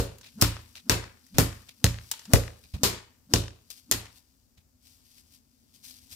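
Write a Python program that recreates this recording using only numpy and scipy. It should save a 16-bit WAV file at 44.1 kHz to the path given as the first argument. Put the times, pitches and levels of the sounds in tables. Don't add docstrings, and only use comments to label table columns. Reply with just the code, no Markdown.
import sys
import numpy as np
from scipy import signal
from scipy.fft import rfft, irfft, next_fast_len
from scipy.io import wavfile
from scipy.ndimage import uniform_filter1d, map_coordinates

SR = 44100
rng = np.random.default_rng(int(sys.argv[2]) if len(sys.argv) > 2 else 0)


def master_out(mix):
    frames = np.transpose(np.atleast_2d(mix))
    ceiling = np.clip(frames, -1, 1)
    pcm = np.round(ceiling * 32767).astype(np.int16)
    wavfile.write(sys.argv[1], SR, pcm)


N = 271215
T = np.arange(int(.55 * SR)) / SR
TOP_HZ = 15700

# (time [s], hum [dB], crack [dB], slap [dB], slap pitch [Hz],
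# thump [dB], torso ring [dB], scatter [dB], woodiness [dB], brightness [dB], bite [Hz])
BLOW_EVENTS = [ (-.012, -42.5, -11.5, -22.5, 476, -16, -23.5, -37.5, -0.5, -1.5, 3900),
               (0.4227, -35, -9.5, -24, 302, -20, -15.5, -29.5, 4, 0.5, 4300),
               (.8962, -46.5, -12.5, -27, 393, -28.5, -18.5, -28, 6, -3, 5300),
               (1.3837, -39.5, -10.5, -19, 262, -23, -15, -27.5, 3.5, 3.5, 6850),
               (1.8425, -51, -12.5, -24.5, 170.2, -16, -16, -34, 2, -3, 5700),
               (2.3348, -34, -9, -18, 490, -13, -14.5, -30.5, 0, 2.5, 5530),
               (2.8334, -45, -17, -28, 375, -33, -24, -25, 0, -3, 4310),
               (3.3368, -40.5, -8.5, -20.5, 353, -22.5, -16, -31, -6.5, -7.5, 5900),
               (3.9131, -55, -11, -35.5, 329, -48, -27.5, -32.5, 1, 2, 7100)]
# (frequency [Hz], level [dB])
SLAP_SPECTRUM = [(60, -10.5), (170, 2), (300, -6.5), (550, -7.5), (800, -13.5), (1500, -16), (5000, -54)]
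# (thump [dB], slap t60 [s])
WALL_DAMPING = [(-25, .33), (-22.5, 0.093)]

def blows(left_db=5.5):
    cracks, body, yard = np.zeros((3, 2, N))
    for (s, _, crack_db, slap_db, slap_hz, thump_db, ring_db, scatter_db,
         wood_db, bright_db, bite_hz) in BLOW_EVENTS:
        colour = contact_colour(wood_db, bite_hz, bite_db=1)
        add(cracks, s, amp(crack_db + 6) * crack(colour, bright_db) * pan(left_db))
        slap_t60 = np.interp(thump_db, *np.transpose(WALL_DAMPING))
        shudder = fade(.028, .00041) + amp(-10.5) * fade(slap_t60, .0033) + amp(-18) * fade(.4, .018)
        slap = noise(shaded(SLAP_SPECTRUM, slap_hz, db=7.5, octaves=.36), len(T), mono_hz=600)
        add(body, s, amp(slap_db + 9) * slap * shudder)
        dent_hz = 58 + 125 * np.exp(-T / .0075)
        thump = np.sin(2 * np.pi * np.cumsum(dent_hz) / SR) * fade(.07, .0015)
        add(body, s + .00061, amp(thump_db + 9) * thump + torso(ring_db, slap_db + 7.5, slap_hz))
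        add(yard, s, amp(scatter_db + 7.5) * scatter(colour, bright_db) * pan(2.805))
    return cracks + echoes(cracks) + body * pan(-.54) + yard


# (frequency [Hz], level [dB])
CRACK_SPECTRUM = [(60, -20.5), (250, -12.5), (850, -15.5), (1800, -7), (2400, -10), (3300, -10.5),
                  (4300, -8), (5300, -2), (6200, -3), (7000, -3.5), (8000, -5.5), (9500, -10),
                  (12500, -9.5), (15500, -12.5)]

def crack(colour, bright_db, contact_s=.0014):
    smack = np.exp(-(T / contact_s) ** .75) * (1 - np.exp(-T / .00008))
    return noise(tinted(CRACK_SPECTRUM, colour), len(T), bright_db, mono_hz=3960) * smack


# (frequency [Hz], lift [dB])
STICK_MODES = [(960, 3), (1400, -1.5), (1800, 2), (2560, 3), (2980, 2.5), (3755, 2), (4170, 2.5),
               (4530, 3.5), (5300, 3), (7080, 3.5), (8500, 3.5), (11650, 1.5)]

def contact_colour(wood_db, bite_hz, bite_db, half_width_hz=60, ripple_db=1.2):
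    hz = np.arange(30, 16000, 20)
    modes = sum(db / (1 + ((hz - mode_hz) / half_width_hz) ** 2) for mode_hz, db in STICK_MODES)
    ripple = ripple_db * unit(uniform_filter1d(rng.standard_normal(len(hz)), size=9))
    wood = wood_db * hump(hz, 1400, .69)
    bite = bite_db * hump(hz, bite_hz, .45)
    return np.transpose([hz, modes + ripple + wood + bite])


# (frequency [Hz], level [dB], t60 [s])
TORSO_MODES = [(53, -4.5, 0.32), (81, -7, 0.39), (109.93, 0, 0.32), (167, -5.5, .18), (210.4, -13.5, .16),
               (248, -12, 0.13), (278.8, -9, .17), (370.5, -14.5, 0.15), (416.2, -9, .13), (466, -15, 0.17),
               (553, -20, .27)]

def torso(ring_db, knock_db, spot_hz, spot_db=6.5, fill_s=.032):
    out = np.zeros(len(T))
    knots = np.arange(0, T[-1], .045)
    for hz, db, t60 in TORSO_MODES:
        wall_share = np.clip(np.log2(hz / 120), 0, 1)
        level_db = db + (1 - wall_share) * ring_db + wall_share * knock_db
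        level_db += spot_db * hump(hz, spot_hz, octaves=.23)
        swell_db, drift = [np.interp(T, knots, k) for k in rng.standard_normal((2, len(knots)))]
        cycles = hz * (1 + .01 * rng.normal()) * T + wall_share * rng.random()
        cycles += .1 * drift * (1 - np.exp(-T / .03))
        out += amp(level_db + swell_db) * fade(t60, fill_s) * np.sin(2 * np.pi * cycles)
    return out


# (frequency [Hz], level [dB])
SCATTER_SPECTRUM = [(100, -32), (400, -9), (1000, -3.5), (2000, -3.5), (2600, -2.5), (4000, 0),
                    (5100, -0.5), (6000, -1), (7200, 0), (8500, -2.5), (10000, -4.5), (12500, -1),
                    (15500, -11.5)]
# (frequency [Hz], t60 [s])
YARD_DECAY = [(150, .4), (700, 0.49), (2000, 0.48), (5000, 0.36), (9000, .33), (15000, 0.18)]

def scatter(colour, bright_db, near_t60=.2, far_db=-6):
    spectrum = tinted(SCATTER_SPECTRUM, colour)
    near = noise(spectrum, len(T), bright_db) * fade(near_t60, .0022) * amp(1.3 * wobble(400, len(T)))
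    hz, t, bins = signal.stft(noise(spectrum, len(T), bright_db / 2), SR, nperseg=256)
    trunks = rng.exponential(size=len(t)).clip(0, 4) - 1
    grain_db = along([(1800, 2.3), (5000, .8)], hz)[:, None] * trunks * (1 - np.exp(-t / .05))
    decay_db = 60 * t / along(YARD_DECAY, hz)[:, None]
    _, far = signal.istft(bins * amp(grain_db - decay_db), SR, nperseg=256)
    return near + amp(far_db) * far[:, :len(T)] * (1 - np.exp(-T / .01))


# (delay [s], relative level [dB])
REFLECTORS = [(0.0217, -14), (0.0238, -12.5), (0.101, -25), (0.12, -32.5), (0.1440, -20.5), (.169, -31)]

def echoes(x):
    out = np.zeros((2, N))
    thin = signal.lfilter(*signal.butter(1, 350, "high", fs=SR), x)
    for delay_s, db in REFLECTORS:
        cutoff_hz = 4200 / (1 + 6 * delay_s)
        lowpass = signal.butter(1, cutoff_hz, fs=SR, output="sos")
        add(out, delay_s, amp(db + 5) * signal.sosfilt(np.vstack([lowpass, lowpass]), thin + 1e-20))
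    return out


# (time [s], relative level [dB])
PUFF_EVENTS = [(.4226, -23), (1.36, -39), (2.3365, -13.5)]

def puffs(sway_hz=50):
    out = np.zeros((2, N))
    gust = np.sin(2 * np.pi * sway_hz * T) * fade(.092, .004) * np.array([[1], [-1]])
    for s, db in PUFF_EVENTS:
        add(out, s, amp(db + 8.5) * gust)
    return out


# (time [s], relative level [dB], brightness [dB])
TAP_EVENTS = [(0.184, -49.5, 8), (.2115, -48.5, -10.5), (0.4129, -21, 4.5), (0.415, -18, 4),
              (1.2655, -55, 3.5), (2.114, -22.5, 3.5), (2.193, -44.5, -9.5), (2.254, -45.5, -7.5),
              (3.921, -21, 0)]

def taps():
    out = np.zeros((2, N))
    for s, db, bright_db in TAP_EVENTS:
        colour = contact_colour(wood_db=-1, bite_hz=3500, bite_db=2.4)
        tick = crack(colour, bright_db, contact_s=.0038)
        wash = scatter(colour, bright_db, near_t60=.033, far_db=-13)
        add(out, s, amp(db + 5.5) * (tick + amp(-11) * wash))
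    return (out + echoes(out)) * pan(2.4)


def swings(peak_hz=277, glide_s=.13, swell_s=.0357, stop_s=.008, lead_s=.0085):
    out = np.zeros((2, N))
    t = T - .5
    pitch_hz = peak_hz * np.exp(np.minimum(t, 0) / glide_s)
    tone = np.exp(2j * np.pi * np.cumsum(pitch_hz) / SR)
    speed = np.exp(-np.where(t < 0, (t / swell_s) ** 2, t / stop_s))
    for s, db, *_ in BLOW_EVENTS:
        eddies = wobble(110, len(T)) + 1j * wobble(110, len(T))
        hum = unit(np.real((1 + eddies) * tone))
        breath = amp(-10) * speed * noise(SLAP_SPECTRUM, len(T))
        add(out, s - lead_s - .5, amp(db) * speed * (hum + breath))
    return out


# (time [s], relative thud [dB], relative crunch [dB], crunch t60 [s])
FOOTFALLS = [(0.23, -88, -49, .25), (0.263, -64, -49, 0.13), (.752, -72, -42.5, .12),
             (0.768, -70, -39.5, 0.095), (1.341, -38, -48.5, 0.36), (1.685, -69.5, -44, .1),
             (2.637, -53.5, -51.5, .1), (2.737, -31, -42, 0.13), (3.702, -70, -45, 0.041),
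             (4.571, -55.5, -63, 0.17), (5.3, -80, -82, .2), (5.848, -67, -69.5, 0.12),
             (6.118, -56, -50, 0.14)]
# (frequency [Hz], level [dB])
LEAF_SPECTRUM = [(100, -32), (550, -12), (1000, -12), (2000, -7), (2500, 0.5), (3000, -3.5), (3900, 0.5),
                 (6000, -6.5), (9500, -13.5), (15500, -18.5)]

def steps():
    out = np.zeros((2, N))
    soil_spectrum = [(30, -17.5), (70, 4), (115, -1.5), (200, -8.5), (300, -23), (900, -32), (4000, -52)]
    for s, thud_db, crunch_db, t60 in FOOTFALLS:
        thud = noise(soil_spectrum, len(T)) * fade(.12, .012)
        leaves = noise(LEAF_SPECTRUM, len(T))
        clumps = amp(3 * wobble(1000, len(T)) + 3.7 * wobble(130, len(T)))
        crunch = unit(leaves * clumps) * fade(t60, .0036)
        add(out, s, amp(thud_db + 8.5) * thud + amp(crunch_db + 2) * crunch)
    return out * pan(1.4)


# (peak time [s], level [dB], rise [s], fall [s])
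RUSTLE_EVENTS = [(2.1, -56, .15, 0.24), (3.703, -38.5, .001, .022), (3.781, -53, 0.036, .03),
                 (4.178, -55.5, 0.034, 0.012), (4.87, -57.5, 0.025, 0.083), (5.19, -57.5, 0.13, .035),
                 (5.35, -58, 0.057, 0.03), (5.749, -57, .012, 0.042), (5.843, -47.5, 0.0084, 0.12),
                 (6.124, -46.5, 0.022, .04)]
# (time [s], level [dB])
CLOTH_FLOOR = [(0, -67), (.65, -62), (1.18, -68), (1.6, -58.5), (1.8, -68.5), (2.65, -62.5), (3.15, -75.5),
               (4.05, -65.5), (4.65, -82), (6.15, -67.5)]
# (frequency [Hz], level [dB])
RUSTLE_SPECTRUM = [(400, -22), (1000, -16), (1750, -14), (2400, -10.5), (3700, -4.5), (4900, -0.5),
                   (6800, -5.5), (9500, -7.5), (13000, -9.5), (16000, -16.5)]

def rustle(left_lag_s=.00036):
    t = np.arange(N) / SR
    sleeves = [(s, db - 9.5, .018, .05) for s, db, *_ in BLOW_EVENTS]
    power = amp(curve(CLOTH_FLOOR)) ** 2
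    for s, db, rise_s, fall_s in RUSTLE_EVENTS + sleeves:
        swell = np.exp(-np.maximum((s - t) / rise_s, (t - s) / fall_s))
        power += (amp(db) * swell) ** 2
    grain = amp(2.4 * wobble(600, N) + 1.1 * wobble(40, N))
    crackle = np.sqrt(power) * unit(noise(RUSTLE_SPECTRUM, N, mono_hz=8700) * grain) * pan(7.7)
    return filtered(crackle, lambda hz: np.exp(-2j * np.pi * hz * np.array([[left_lag_s], [0]])))


# (frequency [Hz], level [dB])
AIR_SPECTRUM = [(15, -36), (25, -7), (76, 8.5), (180, -5), (242, -7.5), (416, -15), (2050, -27),
                (2350, -27), (3620, -31), (4610, -22), (7110, -19.5), (9840, -27), (12200, -25.5),
                (14800, -21.5), (16000, -29.5)]

def outdoors():
    drone = noise([(170, -36.5), (225, -3.5), (255, .5), (290, -12), (360, -28.5), (1000, -67.5)], N)
    drone_db = curve([(0, -70), (4.5, -76.5), (6.15, -67)])
    air = amp(-67 + wobble(10, N)) * noise(AIR_SPECTRUM, N, mono_hz=450)
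    return air * pan(4.4) + amp(drone_db) * drone * pan(4.9)


def amp(db):
    return 10 ** (np.asarray(db) / 20)


def unit(x):
    return x / np.sqrt(np.mean(x ** 2) + 1e-20)


def pan(left_db):
    return amp([[left_db / 2], [-left_db / 2]])


def fade(t60, attack_s):
    return 10 ** (-3 * T / t60) * (1 - np.exp(-T / attack_s))


def curve(rows):
    return np.interp(np.arange(N) / SR, *np.transpose(rows))


def wobble(rate_hz, size):
    knots = rng.standard_normal(int(size * rate_hz / SR) + 4)
    return map_coordinates(knots, [np.arange(size) * rate_hz / SR])


def along(points, hz):
    knots_hz, values = np.transpose(points)
    return np.interp(np.log(hz + 1), np.log(knots_hz), values)


def hump(hz, centre_hz, octaves):
    return np.exp(-.5 * (np.log2((hz + 1) / centre_hz) / octaves) ** 2)


def shaded(spectrum, centre_hz, db, octaves):
    hz = np.geomspace(30, 16000, 900)
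    return np.transpose([hz, along(spectrum, hz) + db * hump(hz, centre_hz, octaves)])


def tinted(spectrum, colour):
    hz, db = colour.T
    return np.transpose([hz, along(spectrum, hz) + db])


def filtered(x, gain):
    size = x.shape[-1]
    padded = next_fast_len(size + 8192)
    return irfft(rfft(x, padded) * gain(np.fft.rfftfreq(padded, 1 / SR)), padded)[..., :size]


def noise(spectrum, size, bright_db=0, mono_hz=700):
    def mid_side_gain(hz):
        tilt_db = bright_db * along([(5500, .073), (11000, .93)], hz)
        width = np.sqrt((hz ** 2 + 170 ** 2) / (hz ** 2 + mono_hz ** 2))
        return amp(along(spectrum, hz) + tilt_db) * np.array([np.ones_like(hz), width])
    mid, side = filtered(rng.standard_normal((2, size)), mid_side_gain)
    return unit(np.array([mid + side, mid - side]))


def add(out, s, x):
    start = round(s * SR)
    x = x[..., max(0, -start):max(0, N - start)]
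    out[:, max(0, start):][:, :x.shape[-1]] += x


def scene():
    return blows() + puffs() + taps() + swings() + steps() + rustle() + outdoors()


# (frequency [Hz], left minus right [dB])
PORT_BALANCE = [(60, -3), (400, 2), (800, 1), (2400, 3), (8000, -2.5), (11000, 1.5), (14500, 6.5)]

def record(dry, ceiling=.92):
    heard = filtered(dry, lambda hz: amp(along(PORT_BALANCE, hz) * np.array([[.5], [-.5]])))
    clipped = heard / (1 + np.abs(heard / ceiling) ** 6) ** (1 / 6)
    return filtered(clipped, lambda hz: 1 / (1 + (hz / TOP_HZ) ** 100))


dry = scene()
out = record(dry)
master_out(out)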